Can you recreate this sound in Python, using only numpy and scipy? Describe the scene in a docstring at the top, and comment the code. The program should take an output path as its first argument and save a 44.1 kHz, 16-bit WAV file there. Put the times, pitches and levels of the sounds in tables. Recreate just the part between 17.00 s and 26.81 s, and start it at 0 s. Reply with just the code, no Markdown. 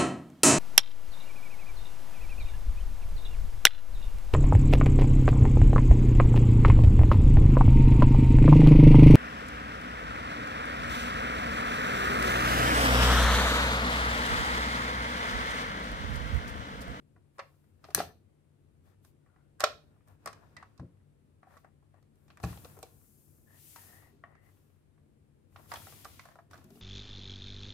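"""Clicks and clacks of a hollow plastic toy belt buckle, turned by hand just above a table, near a camera.
Its shell, ribs and loose parts ring as decaying modes with noise cracks; table bumps are low decaying modes.
Shaped noise with tiny slips makes the sliding hiss and soft rubbing; resonances turn finger drag into squeaks.
The two microphones also pick up a short room tail, a low rumble, a faint hum and air hiss."""
import sys
import numpy as np
from scipy import signal
from scipy.fft import rfft, irfft, next_fast_len
from scipy.io import wavfile
from scipy.ndimage import map_coordinates

SR = 44100
rng = np.random.default_rng(int(sys.argv[2]) if len(sys.argv) > 2 else 0)


def to_wav(s):
    """Save 16-bit WAV."""
    ch = np.atleast_2d(s).T  # columns
    pcm = np.round(np.clip(ch, -1, 1) * 32767)  # PCM
    wavfile.write(sys.argv[1], SR, pcm.astype(np.int16))


N = 432621


def amp(db):
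    """Decibels to gain."""
    return 10 ** (np.asarray(db) / 20)


def unit(x):
    """Scaled to rms 1."""
    return x / np.sqrt(np.mean(x ** 2) + 1e-20)


def struck(x):
    """Scaled so that the first 10 ms have rms 1."""
    return x / np.sqrt(np.mean(x[:, :SR // 100] ** 2))


def along(points, hz):
    """(Hz, value) points read on a log frequency axis."""
    f, v = np.transpose(points)
    return np.interp(np.log(hz + 1), np.log(f + 1), v)


def wobble(rate, n=N):
    """A smooth random curve of n samples, rate knots a second."""
    knots = rng.standard_normal(int(N * rate / SR) + 4)
    return map_coordinates(knots, [np.arange(n) * rate / SR])


def filtered(x, response):
    """x times a complex response of frequency."""
    n = x.shape[-1]
    m = next_fast_len(n + n // 8)
    return irfft(rfft(x, m) * response(np.fft.rfftfreq(m, 1 / SR)), m)[..., :n]


def band(x, lo_hz, hi_hz):
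    """Causal band-pass."""
    edges_hz = [lo_hz, min(hi_hz, SR / 2 - 1)]
    return signal.sosfilt(signal.butter(N=3, Wn=edges_hz, btype="band", fs=SR, output="sos"), x)


def placed(pan_db):
    """Left and right gains for a level difference; positive is louder on the left."""
    return unit(amp([[pan_db / 2], [-pan_db / 2]]))


def left_first(x, lead_s):
    """The right microphone hears the sound lead_s after the left."""
    return filtered(x, lambda hz: np.exp(-2j * np.pi * np.outer([0, lead_s], hz)))


def pair(n, width):
    """Stereo white noise; width 0 is mono, 1 unrelated."""
    mid, side = rng.standard_normal((2, n))
    return np.array([mid + width * side, mid - width * side])


def add(track, start_s, sound):
    """Mixes a sound into the track at start_s."""
    part = track[:, round(start_s * SR):][:, :sound.shape[1]]
    part += sound[:, :part.shape[1]]


# spectrum of the low rumble: frequency_hz, relative_level_db_per_hz
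RUMBLE_SPECTRUM = [(25, -25), (50, -9), (75, -5), (95, 3.5), (120, -9), (146, -4), (175, -13.5),
                   (220, -8.5), (255, -14), (290, -11), (400, -16), (600, -23), (900, -40), (1600, -53)]
RUMBLE_DB, RUMBLE_LEAD_S = -64, 0.00051  # the left microphone hears the room rumble and hum first
HUM_HZ, HUM_DB = 145, -72.5
HEFT_DB = 7.5  # low handling rumble over the hollow rub


def rumble(handling):
    """A deep room rumble and wavering hum lean left; the heavy toy adds low rumble as it shifts."""
    deep = lambda: unit(filtered(pair(N, 0.46), lambda hz: amp(along(RUMBLE_SPECTRUM, hz))))
    hum = np.sqrt(2) * np.sin(2 * np.pi * HUM_HZ * np.arange(N) / SR + 0.9 * wobble(5.1))
    steady = amp(RUMBLE_DB + 1.2 * wobble(4.7)) * deep() + amp(HUM_DB + 1.3 * wobble(6.4)) * hum
    heft = amp(HEFT_DB) * handling * deep()
    return placed(5.7) * left_first(steady, RUMBLE_LEAD_S) + heft


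# spectrum of the background hiss: frequency_hz, relative_level_db_per_hz
AIR_SPECTRUM = [(400, -4), (700, 5), (1400, 0.5), (2500, -3.5), (6000, -13), (9000, -6.5), (12500, -13.5),
                (13500, -23.5), (15800, -31.5)]
AIR_DB = -80.5


def air():
    """The faint steady hiss of room and microphone is shaped noise."""
    hiss = unit(filtered(pair(N, 1.0), lambda hz: amp(along(AIR_SPECTRUM, hz))))
    return placed(2.3) * amp(AIR_DB) * hiss


def scuff(centre_hz, rise_s):
    """The parts graze each other for a moment before they meet: a narrow noise swelling to the hit."""
    t = np.arange(SR // 25) / SR
    grain = band(pair(len(t), 0.41), centre_hz * 1.0, centre_hz * 1.2)
    return unit(grain) * np.exp(-t[::-1] / rise_s)


# hollow shell modes, before the grip detunes them: frequency_hz, relative_level_db, t60_s, relative_linger_db
SHELL_MODES = [(437, -5, 0.11, -27.5), (590, 3, 0.015, -20), (698, -4.5, 0.062, -34),
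               (770, -5.5, 0.04, -27.5), (1122, -2, 0.039, -32), (1202.6, -7, 0.045, -38),
               (1337, 4, 0.017, -37), (1560, -6.5, 0.016, -30.5), (1793, -3.5, 0.028, -32),
               (1980, -3.5, 0.023, -31.5), (2330, -8.5, 0.016, -26.5)]
GRIP_DETUNE = 0.068  # octaves: a light touch finds the modes shifted by the grip


def shell_knock(t, centre_hz, lead_s, sustain_db, focus_db, scatter_db, spread, clatter_db, detune):
    """The place of contact decides which modes of the hollow shell ring most."""
    hz, db, t60, linger_db = np.transpose(SHELL_MODES)[:, :, None]
    size, phase, skew, bend = rng.standard_normal((4, len(SHELL_MODES), 1))
    hz = hz * 2 ** (detune * bend)
    strength = amp(db + scatter_db * size - focus_db * np.log2(hz / centre_hz) ** 2)
    linger = amp(linger_db + sustain_db - 60 * t / .3)
    ring = strength * (amp(-60 * t / t60) + linger)
    angle = 2 * np.pi * hz * t + np.pi * phase
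    # the nearer microphone hears it first; short waves differ most
    shift = np.pi * hz * lead_s + spread * skew * (hz / 1000) ** 2
    modes = np.array([(ring * np.sin(angle + side * shift)).sum(0) for side in (1, -1)])
    clatter = band(pair(len(t), 0.12) * amp(-60 * t / 0.086), centre_hz * 0.57, centre_hz * 1.63)
    blow = (struck(modes) + amp(clatter_db) * struck(clatter)) * (1 - np.exp(-t / 0.0003))
    # a small shell radiates little bass
    return struck(band(blow, centre_hz * 0.24, 6000))


# stiff ribs and edges, before each contact detunes them: frequency_hz, width_hz, relative_level_db
RIB_MODES = [(2470, 520, -3), (3750, 170, -5), (4300, 390, -3.5), (5100, 590, -4), (6100, 400, -6),
             (7140, 220, -9), (7900, 390, -5), (8300, 500, 6.5), (11150, 300, -10), (13200, 880, -12)]
RIB_DETUNE = 0.025  # octaves: each place of contact finds the ribs a little shifted


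def rib_crack(t, lo_hz, hi_hz, t60, after_db, after_t60, attack_s):
    """A hard edge snaps through the dense rib modes; a weaker buzz of loose parts follows."""
    decay = amp(-60 * t / t60) + amp(after_db - 60 * t / after_t60)
    shape = decay * (1 - np.exp(-t / attack_s))
    shift = 2 ** (RIB_DETUNE * rng.standard_normal())

    def ribs(f):
        """Resonances over a flat floor."""
        return 0.61 + sum(amp(db / 2) * 1j * f * w / ((c * shift) ** 2 - f * f + 1j * f * w)
                          for c, w, db in RIB_MODES)

    return struck(band(filtered(pair(len(t), 0.9) * shape, ribs), lo_hz, hi_hz))


# plastic contacts, levels relative within each layer:
# start_s, knock_db, clack_db, tick_db, knock_centre_hz, left_right_db
CONTACT_HITS = [(0.163, -61.5, -83, -94, 930, 3), (0.383, -47.5, -61, -68, 903, 3),
                (0.3915, -38, -47.5, -67.5, 1050, 2), (0.396, -37.5, -52, -66, 1550, 1),
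                (0.641, -71.5, -86, -92, 1190, 7), (0.841, -48.5, -53, -70, 1300, 5),
                (0.85, -52, -62, -81, 850, 4), (0.886, -46.5, -68, -89, 610, 2),
                (0.904, -53, -57, -70, 1000, 4), (0.9469, -34.5, -30.5, -21, 1530, 3),
                (0.977, -35, -43, -61, 712, 1), (0.987, -43, -34.5, -57.5, 1400, 2),
                (0.993, -41, -43, -58.5, 1702, -0.5), (1.0023, -32, -42, -60, 945, -0.5),
                (1.014, -42, -48, -63.5, 1093, 1.5), (2.048, -64, -66, -67.5, 1140, 0),
                (2.262, -68.5, -89, -96, 1285, 2), (2.361, -65.5, -91, -95, 1266, 0),
                (2.597, -52.5, -56.5, -58, 1153, -4), (2.6045, -33.5, -34, -37.5, 1420, 0),
                (2.614, -34.5, -42.5, -57, 1200, -2.5), (2.633, -37, -50, -70, 1410, -4),
                (2.6371, -23.5, -40.5, -57, 1050, 1), (2.639, -29, -23, -37, 1240, -0.5),
                (2.646, -41, -53, -60, 1150, -3), (3.075, -67, -76, -76, 1200, 3.5),
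                (3.083, -67, -75, -72, 1110, 5.5), (3.259, -36, -48.5, -45.5, 1200, 1.5),
                (3.2737, -34.5, -44, -52, 1113, 4.5), (3.329, -52, -56.5, -63.5, 1098, -6),
                (3.566, -47, -52, -63, 1566, -6), (3.626, -46, -62.5, -74.5, 1155, 2),
                (3.777, -68, -64.5, -74, 995, -3.5), (3.796, -48.5, -64.5, -79, 950, 3),
                (4.43, -53.5, -80, -91, 1115, 5), (4.469, -63.5, -90, -87, 765, 1),
                (4.507, -64, -86, -88, 1200, 0), (4.54, -59.5, -81, -89.5, 1200, -0.5),
                (4.568, -52.5, -71, -76, 1090, 2), (4.573, -63.5, -66, -76.5, 1300, 4),
                (4.646, -52.5, -78.5, -83.5, 978, 2), (4.826, -68.5, -90, -95.5, 892, 3.5),
                (4.942, -60.5, -83.5, -89, 790, 4.5), (5.026, -74.5, -76.5, -82, 1515, 2.5),
                (5.156, -82.5, -83.5, -80, 1484, 2.5), (5.28, -70, -69, -78.5, 1510, 2.5),
                (5.302, -57.5, -58, -82.5, 1190, 3), (5.372, -52.5, -65, -67.5, 1470, 4),
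                (5.4, -51.5, -63, -74, 930, 6), (5.43, -51, -49, -60, 826, 15),
                (5.437, -35, -47.5, -51.5, 714, 0.5), (5.44, -42, -50, -58, 1350, 2),
                (5.446, -43.5, -49, -56, 900, -1), (5.573, -52.5, -55, -79.5, 730, 2),
                (5.646, -51.5, -50.5, -64.5, 850, 6), (5.653, -51.5, -63, -73, 1000, 1.5),
                (5.768, -53.5, -81.5, -70, 596, 8), (5.789, -54, -72, -60.5, 727, 3),
                (5.828, -46.5, -47.5, -51, 630, 1), (6.76, -47.5, -53, -66, 1260, 6),
                (7.238, -48.5, -87, -106, 1250, 10), (7.352, -61, -79.5, -89, 1170, -4.5),
                (7.489, -65, -83.5, -97, 1350, 6), (7.978, -70.5, -92.5, -97.5, 1405, 3.5),
                (8.56, -48.5, -56, -79.5, 1080, 0.5), (8.594, -58, -77, -86, 870, 4.5),
                (8.648, -66.5, -76, -84, 1254, -7), (8.717, -36, -45.5, -63, 1240, -0.5),
                (8.738, -38, -44, -52, 1053, 5.5), (8.758, -46, -45.5, -70, 1190, -4.5),
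                (8.769, -48, -58, -70, 900, 2), (8.869, -48.5, -62, -67, 1060, 3),
                (8.884, -59, -69, -77, 757, 7), (8.924, -53, -61, -72, 1120, 1.5),
                (9.046, -52, -48.5, -57, 1100, 0), (9.0529, -45.5, -65, -65, 990, 1),
                (9.194, -46.5, -51.5, -69, 1600, -1), (9.254, -49.5, -63.5, -66, 995, 3),
                (9.287, -53.5, -71, -82.5, 1252, -6.5), (9.313, -66, -74, -82.5, 1520, -4),
                (9.356, -52.5, -71.5, -77.5, 850, 2.5), (9.388, -50, -73.5, -88, 1000, 2),
                (9.511, -58, -64, -66.5, 1210, -0.5), (9.532, -52.5, -59.5, -77, 1234, -2.5),
                (9.541, -50, -63, -72, 1100, 1), (9.576, -60, -62.5, -69, 988, 2.5),
                (9.642, -66, -67, -66, 730, 2), (9.704, -61.5, -64, -68.5, 706, 2),
                (9.755, -67, -66.5, -81.5, 622, -4.5)]
FIRM_DB = -37.5  # knocks above this level ring the shell more fully
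TICK_LEAD_S = 0.0003  # the left microphone hears the edge tick first


def contacts():
    """Each contact is a short scuff, then a mix of shell knock, clack and bright tick."""
    out, t = np.zeros((2, N)), np.arange(SR // 4) / SR
    brief = t[:SR // 10]
    for start_s, knock_db, clack_db, tick_db, centre_hz, pan_db in CONTACT_HITS:
        # a firm blow rings the shell cleanly and long, a light touch mostly clatters
        firmness = max(0, knock_db - FIRM_DB)
        knock = shell_knock(t, centre_hz, lead_s=pan_db * .00004, sustain_db=min(0, firmness - 14),
                            focus_db=max(0, 6.5 - 0.13 * firmness), scatter_db=2.0, spread=0.33,
                            clatter_db=-7 - 0.33 * firmness, detune=GRIP_DETUNE / (1 + firmness))
        clack = rib_crack(brief, lo_hz=2178.4, hi_hz=7100, t60=0.035,
                          after_db=-19.0, after_t60=0.084, attack_s=0.00085)
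        # a tick strong against its knock reaches higher
        tick_top_hz = np.interp(tick_db - knock_db, [-24, -6], [10000, 14900])
        tick = rib_crack(brief, lo_hz=5230, hi_hz=tick_top_hz, t60=0.012,
                         after_db=-30, after_t60=0.028, attack_s=0.00041)
        # a soft contact cannot excite the top of the clack
        soft_hz = 7500 * amp(min(0, tick_db - clack_db + 11.5) / 2.1)
        clack = struck(band(clack, 300, max(soft_hz, 1500)))
        crack = amp(clack_db - 4.5) * clack
        crack = crack + placed(0.89) * amp(tick_db - 0.16) * left_first(tick, TICK_LEAD_S)
        # a catch that snaps has less run-up
        graze_db = knock_db - 18.0 - max(0, tick_db - knock_db)
        graze = amp(graze_db) * scuff(centre_hz, rise_s=0.0049)
        add(out, start_s, placed(pan_db) * amp(knock_db - 3.5) * knock)
        add(out, start_s, placed(pan_db) * crack)
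        add(out, start_s - graze.shape[1] / SR, graze)
    return out


# decay of the small room: frequency_hz, t60_s
ROOM_DECAY = [(150, 0.64), (600, 0.26), (2000, 0.24), (4200, 0.31), (9000, 0.23), (15000, 0.32)]
# tone of the small room: frequency_hz, relative_level_db
ROOM_TONE = [(150, -8), (600, -1), (1300, -3), (2700, 0), (5000, -3.5), (7000, -5), (10000, -6.5),
             (15000, -8.5)]


def room(x):
    """The walls answer in a tail that swells within a few ms; each frequency dies at its own speed."""
    hz, t, z = signal.stft(rng.standard_normal((2, SR // 2)), SR, nperseg=256)
    tail = signal.istft(z * amp(-60 * t / along(ROOM_DECAY, hz)[:, None]), SR, nperseg=256)[1]
    tail = tail * (1 - np.exp(-(np.arange(tail.shape[1]) / SR / 0.0013) ** 2))
    mid, side = filtered(tail / np.linalg.norm(tail[0]), lambda f: amp(along(ROOM_TONE, f)))
    # long waves reach both microphones alike
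    side = filtered(side, lambda f: f / np.hypot(f, 1100))
    walls = np.array([mid + side, mid - side]) / np.sqrt(2)
    return signal.fftconvolve(x, walls, axes=1)[:, :N]


# the toy slides through the hands, one row a movement, levels relative within each layer:
# start_s, speeding_up_s, slowing_down_s, hiss_db, scrape_db, hollow_rub_db
MOVEMENTS = [(0.3, 0.077, 0.76, -87, -91, -83), (0.76, 0.14, 0.12, -79.5, -76, -71.5),
             (0.955, 0.037, 0.12, -70.5, -54, -73.5), (1.8, 0.072, 0.13, -86.5, -84, -82.5),
             (2.0, 0.06, 0.1, -79, -84, -84), (2.62, 0.12, 0.52, -94, -91.5, -74.5),
             (3.04, 0.055, 0.12, -84, -85.5, -72), (3.14, 0.13, 1, -93, -83.5, -71),
             (4.4, 0.16, 0.17, -83.5, -82, -86), (5.08, 0.15, 0.25, -88.5, -95, -84),
             (5.26, 0.055, 0.16, -92, -82.5, -73.5), (5.42, 0.077, 0.11, -69, -62.5, -58.5),
             (5.36, 0.12, 0.71, -65.5, -72, -65), (5.5, 0.58, 1.0, -73, -90.5, -87),
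             (6.379, 0.35, 0.53, -61.5, -69.5, -78.5), (6.74, 0.056, 0.67, -88.5, -76.5, -73),
             (7.37, 0.1, 0.56, -82.5, -85.5, -81.5), (8.44, 0.2, 0.39, -73.5, -77.5, -71),
             (8.65, 0.079, 0.88, -61.5, -62.5, -65.5), (9.0, 0.13, 0.37, -91.5, -70, -75.5),
             (9.49, 0.028, 0.32, -79.5, -74, -66), (9.6, 0.18, 0.16, -73.5, -77, -73.5)]


def sliding_gain(levels_db, power):
    """Each movement speeds up and slows down smoothly; friction follows a power of its speed."""
    t, energy = np.arange(N) / SR, np.zeros(N)
    for (start, rise, fall, *_), db in zip(MOVEMENTS, levels_db):
        now = (t > start) & (t < start + rise + fall)
        ramp = np.interp(t[now] - start, [0, rise, rise + fall], [0, 1, 0])
        speed = np.sin(np.pi / 2 * ramp)
        energy[now] += (amp(db) * speed ** power) ** 2
    return np.sqrt(energy)


def friction(spectrum, width, slips_per_s, slip_db):
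    """Friction of rms 1: a smooth rush with tiny slips scattered on it."""
    slips = (rng.random(N) < slips_per_s / SR) * rng.standard_normal((2, N))
    rush = pair(N, width)
    return unit(filtered(rush + amp(slip_db) * unit(slips), lambda hz: amp(along(spectrum, hz))))


# spectrum of the fine sliding hiss: frequency_hz, relative_level_db_per_hz
HISS_SPECTRUM = [(2500, -30.5), (4500, -12), (7000, -4), (9000, -3), (12500, -0.5), (15800, -3.5)]
# spectrum of the coarse scrape: frequency_hz, relative_level_db_per_hz
SCRAPE_SPECTRUM = [(900, -26.5), (2000, -3.5), (3200, -1.5), (5000, -3), (7000, -6), (11000, -18.5)]
HISS_POWER, SCRAPE_POWER = 3.1, 2.8  # exponents of speed


def sliding():
    """Plastic slides over skin and table: a fine hiss with a coarser scrape, both rising with speed."""
    *_, hiss_db, scrape_db, _ = np.transpose(MOVEMENTS)
    hiss_gain = sliding_gain(hiss_db, HISS_POWER) * amp(7.0)
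    hiss = hiss_gain * friction(HISS_SPECTRUM, width=.85, slips_per_s=900, slip_db=-16.0)
    scrape_gain = sliding_gain(scrape_db, SCRAPE_POWER) * amp(4.5 + 0.73 * wobble(21))
    scrape = scrape_gain * friction(SCRAPE_SPECTRUM, width=1.0, slips_per_s=310, slip_db=-9.5)
    return placed(3.3) * hiss + placed(6.2) * scrape


# spectrum of the rubbed hollow shell: frequency_hz, relative_level_db_per_hz
RUB_SPECTRUM = [(290, -40), (500, -7), (543, -10.5), (673, -4.5), (731, -4.5), (990, -6), (1130, -4),
                (1250, -12), (1390, -4), (1520, -11), (1790, -10), (2130, -21), (2600, -15.5),
                (3380, -44.5), (5720, -120)]
RUB_POWER = 2.2  # exponent of speed


def rubbing(handling):
    """The hands brush softly on the shell as it turns: hollow friction with a fluttering level."""
    flutter = amp(1.3 * wobble(45))
    rub = friction(RUB_SPECTRUM, width=1.0, slips_per_s=56, slip_db=-6.0)
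    return placed(4.3) * handling * flutter * rub


RATTLE_DB, RATTLE_SCATTER_DB = 4, 3  # least level over the hollow rub, random extra up to


def rattle(handling, count):
    """Loose parts knock faintly at random moments, as hard as the toy is being moved."""
    out, t = np.zeros((2, N)), np.arange(SR // 25) / SR
    for when, size, place in rng.random((count, 3)):
        gain = handling[int(when * N)] * amp(RATTLE_DB + RATTLE_SCATTER_DB * size)
        knock = shell_knock(t, 650 * 3.4 ** place, lead_s=0, sustain_db=-15, focus_db=5.5,
                            scatter_db=4.0, spread=0.44, clatter_db=-7.5, detune=GRIP_DETUNE)
        add(out, when * N / SR, gain * knock)
    return placed(2.5) * out


# hinged and loose parts knock home: start_s, pitch_hz, level_db, t60_s
LOOSE_PARTS = [(0.393, 553, -45, 0.061), (0.9472, 1670, -36, 0.014), (0.9481, 4280, -37.5, 0.015),
               (0.983, 405, -34.5, 0.035), (1.0025, 730, -31, 0.036), (2.604, 1600, -40.5, .016),
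               (2.606, 580, -48, 0.06), (2.637, 597, -26, 0.05), (2.639, 1330, -22, 0.016),
               (2.64, 1110, -27.5, 0.016), (3.26, 5130, -54.5, 0.031), (3.273, 970, -45, 0.02),
               (3.568, 1950, -53, 0.054), (3.627, 1105, -53.5, 0.034), (4.471, 752, -59.5, .05),
               (5.438, 1730, -48, .018), (5.438, 2530, -50, 0.018), (5.651, 478, -50.5, 0.051),
               (5.775, 460, -57, .05), (5.828, 760, -53.5, 0.048), (5.835, 477, -49.5, 0.04),
               (6.761, 930, -57, 0.11), (7.238, 697, -54.5, 0.07), (7.238, 1110, -52.5, 0.028),
               (7.238, 1860, -55, 0.025), (8.719, 921, -45.5, 0.12), (8.757, 3300, -50.5, 0.019),
               (9.053, 1192, -47, .04), (9.195, 2150, -54, 0.035), (9.357, 720, -59, .05),
               (9.389, 681, -56, .055), (9.533, 1473, -55.5, 0.059), (9.534, 5650, -67.5, 0.027),
               (9.756, 2830, -73.5, 0.049)]
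OVERTONE, OVERTONE_DB = 1.63, -13.5  # second mode: frequency ratio, level


def parts():
    """A loose part meets its stop and rings briefly in two modes, its pitch unsteady as it chatters."""
    out, t = np.zeros((2, N)), np.arange(SR // 6) / SR
    for start_s, hz, db, t60 in LOOSE_PARTS:
        chatter = 0.0062 * np.cumsum(rng.standard_normal((2, len(t))), axis=1)
        low, high = np.sin(2 * np.pi * hz * np.outer([1, OVERTONE], t) + chatter)
        fade = amp(-60 * t / t60)
        # the overtone dies twice as fast
        ring = (low * fade + amp(OVERTONE_DB) * high * fade ** 2) * (1 - np.exp(-t / .0008))
        add(out, start_s, placed(0.8) * amp(db) * struck(ring[None]))
    return out


# dull bumps on the table: start_s, relative_level_db, pitch_factor, t60_s
TABLE_BUMPS = [(0.948, -40.5, 0.93, 0.27), (0.948, -38, 3, 0.06), (0.983, -29.5, 2.82, 0.068),
               (1.002, -50.5, 3.2, 0.12), (0.991, -47.5, 0.85, 0.37), (2.643, -55, 1.64, 0.058),
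               (3.263, -48, 1.9, 0.095), (3.793, -37.5, 0.95, 0.17), (3.81, -39, 1.37, 0.15),
               (3.826, -44, 2.83, 0.08), (3.845, -48, 1.8, 0.1), (5.436, -24, 0.94, 0.12),
               (5.453, -27.5, 0.9, 0.12), (5.503, -32.5, 0.857, 0.078), (7.122, -59.5, 2.1, 0.21),
               (9.579, -53.5, 2.5, 0.12), (9.618, -53.5, 2.5, 0.055), (9.643, -50.5, 1.9, .18),
               (9.703, -49.5, 2.1, 0.2), (9.754, -52, 2.3, 0.22)]
# table top modes, before the pitch factor: frequency_hz, relative_level_db
TABLE_MODES = [(68, -5.5), (86, -1.5), (103, 2.5), (128, -2), (188, -1.5), (340, -12)]


def bumps():
    """The weight of the toy lands and the table top booms briefly."""
    out, t = np.zeros((2, N)), np.arange(SR // 2) / SR
    for start_s, db, pitch, t60 in TABLE_BUMPS:
        boom = sum(amp(level) * np.sin(2 * np.pi * hz * pitch * t) for hz, level in TABLE_MODES)
        shape = amp(-60 * t / t60) * (1 - np.exp(-t / 0.0065))
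        add(out, start_s, placed(1.0) * amp(db + 2.0) * unit(boom) * shape)
    return band(out, 62, 690)


# fingers shift their grip: start_s, length_s, scrape_db, squeak_db, squeak_hz
GRIP_STROKES = [(0.954, 0.064, -48, -46, 1710), (1.01, 0.13, -65, -67, 1700),
                (1.819, 0.16, -75.5, -84.5, 1820), (2.196, 0.33, -79, -79.5, 1450),
                (3.051, .1, -68.5, -82, 1800), (3.318, 0.19, -66, -75.5, 1645),
                (3.562, 0.071, -63, -60, 1870), (4.423, 0.19, -65.5, -74.5, 1730),
                (4.626, 0.076, -68.5, -77.5, 1800), (4.916, 0.11, -73.5, -79.5, 1738),
                (6.448, 0.17, -73.5, -69, 1740), (6.707, 0.46, -69.5, -66, 1824),
                (7.234, 0.14, -66, -75.5, 1880), (7.287, 0.26, -74.5, -71.5, 1930),
                (8.559, 0.075, -63.5, -84, 1870), (9.248, 0.12, -67, -71, 1745)]
# spectrum of the grainy grip scrape: frequency_hz, relative_level_db_per_hz
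GRIP_SPECTRUM = [(350, -13), (560, 0.5), (700, 2.5), (880, -2), (1100, 0), (1350, -1), (1550, -7),
                 (1800, -13), (2300, -15.5), (3000, -27.5), (3800, -31), (9000, -38)]
# unsteady finger pressure: share of the pitch, level flutter
SQUEAK_WANDER, SQUEAK_ROUGH_DB = 0.022, 1.53
SQUEAK_UPPER, SQUEAK_UPPER_DB = 1.4, -17.5  # upper squeak resonance: frequency ratio, level


def strokes():
    """Skin sticks and slips on plastic: irregular catches sound the hollow, with a hoarse wavering squeak."""
    out = np.zeros((2, N))
    peak = lambda f, centre: (1 + 1j * 7.8 * (f / centre - centre / (f + 1))) ** -2
    for start_s, length_s, scrape_db, squeak_db, hz in GRIP_STROKES:
        n = int(length_s * SR)
        catches = (rng.random(n) < 220 / SR) * rng.standard_normal(n)
        drag = unit(catches) + amp(2.5) * pair(n, 1.0)
        scrape = unit(filtered(drag, lambda f: amp(along(GRIP_SPECTRUM, f))))
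        hoarse = drag + amp(4.5) * pair(n, 0.99)
        resonance = lambda f: peak(f, hz) + amp(SQUEAK_UPPER_DB) * peak(f, hz * SQUEAK_UPPER)
        squeak = unit(filtered(hoarse, resonance))
        # reading at an uneven pace bends the pitch
        pace = np.cumsum(1 + SQUEAK_WANDER * wobble(11, n))
        squeak = np.array([np.interp(pace, np.arange(n), ear) for ear in squeak])
        pressure = amp(SQUEAK_ROUGH_DB * wobble(55, n)) * signal.windows.tukey(n, .7)
        stroke = amp(scrape_db) * scrape + amp(squeak_db) * squeak
        add(out, start_s, placed(9.9) * stroke * pressure)
    return out


# the close toy as the two microphones hear it, on top of each layer's own place:
# frequency_hz, left_right_db
MICROPHONE_LEAN = [(200, 1), (550, 1.5), (850, 1.5), (1200, -4), (1800, -0.5), (2700, -0.5), (4000, -4),
                   (6000, -5), (8000, -3.5), (10000, 7), (13000, 7.5)]


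def scene():
    """The handled toy close to the two microphones, in its small room."""
    hits = contacts() + parts() + bumps()
    handling = sliding_gain(np.transpose(MOVEMENTS)[-1], RUB_POWER)
    hands = sliding() + rubbing(handling) + rattle(handling, count=90) + strokes()
    lean = lambda hz: amp(np.outer([.5, -.5], along(MICROPHONE_LEAN, hz)))
    even_lean = lambda hz: lean(hz) / np.sqrt(np.mean(lean(hz) ** 2, axis=0))
    toy = filtered(hits + amp(-5.0) * room(hits) + hands, even_lean)
    return toy + rumble(handling) + air()


TOP_HZ = 15400


def record(dry):
    """The camera rolls off steeply at its band limit."""
    return filtered(dry, lambda hz: 1 / np.sqrt(1 + (hz / TOP_HZ) ** 90))


dry = scene()
out = record(dry)
to_wav(out)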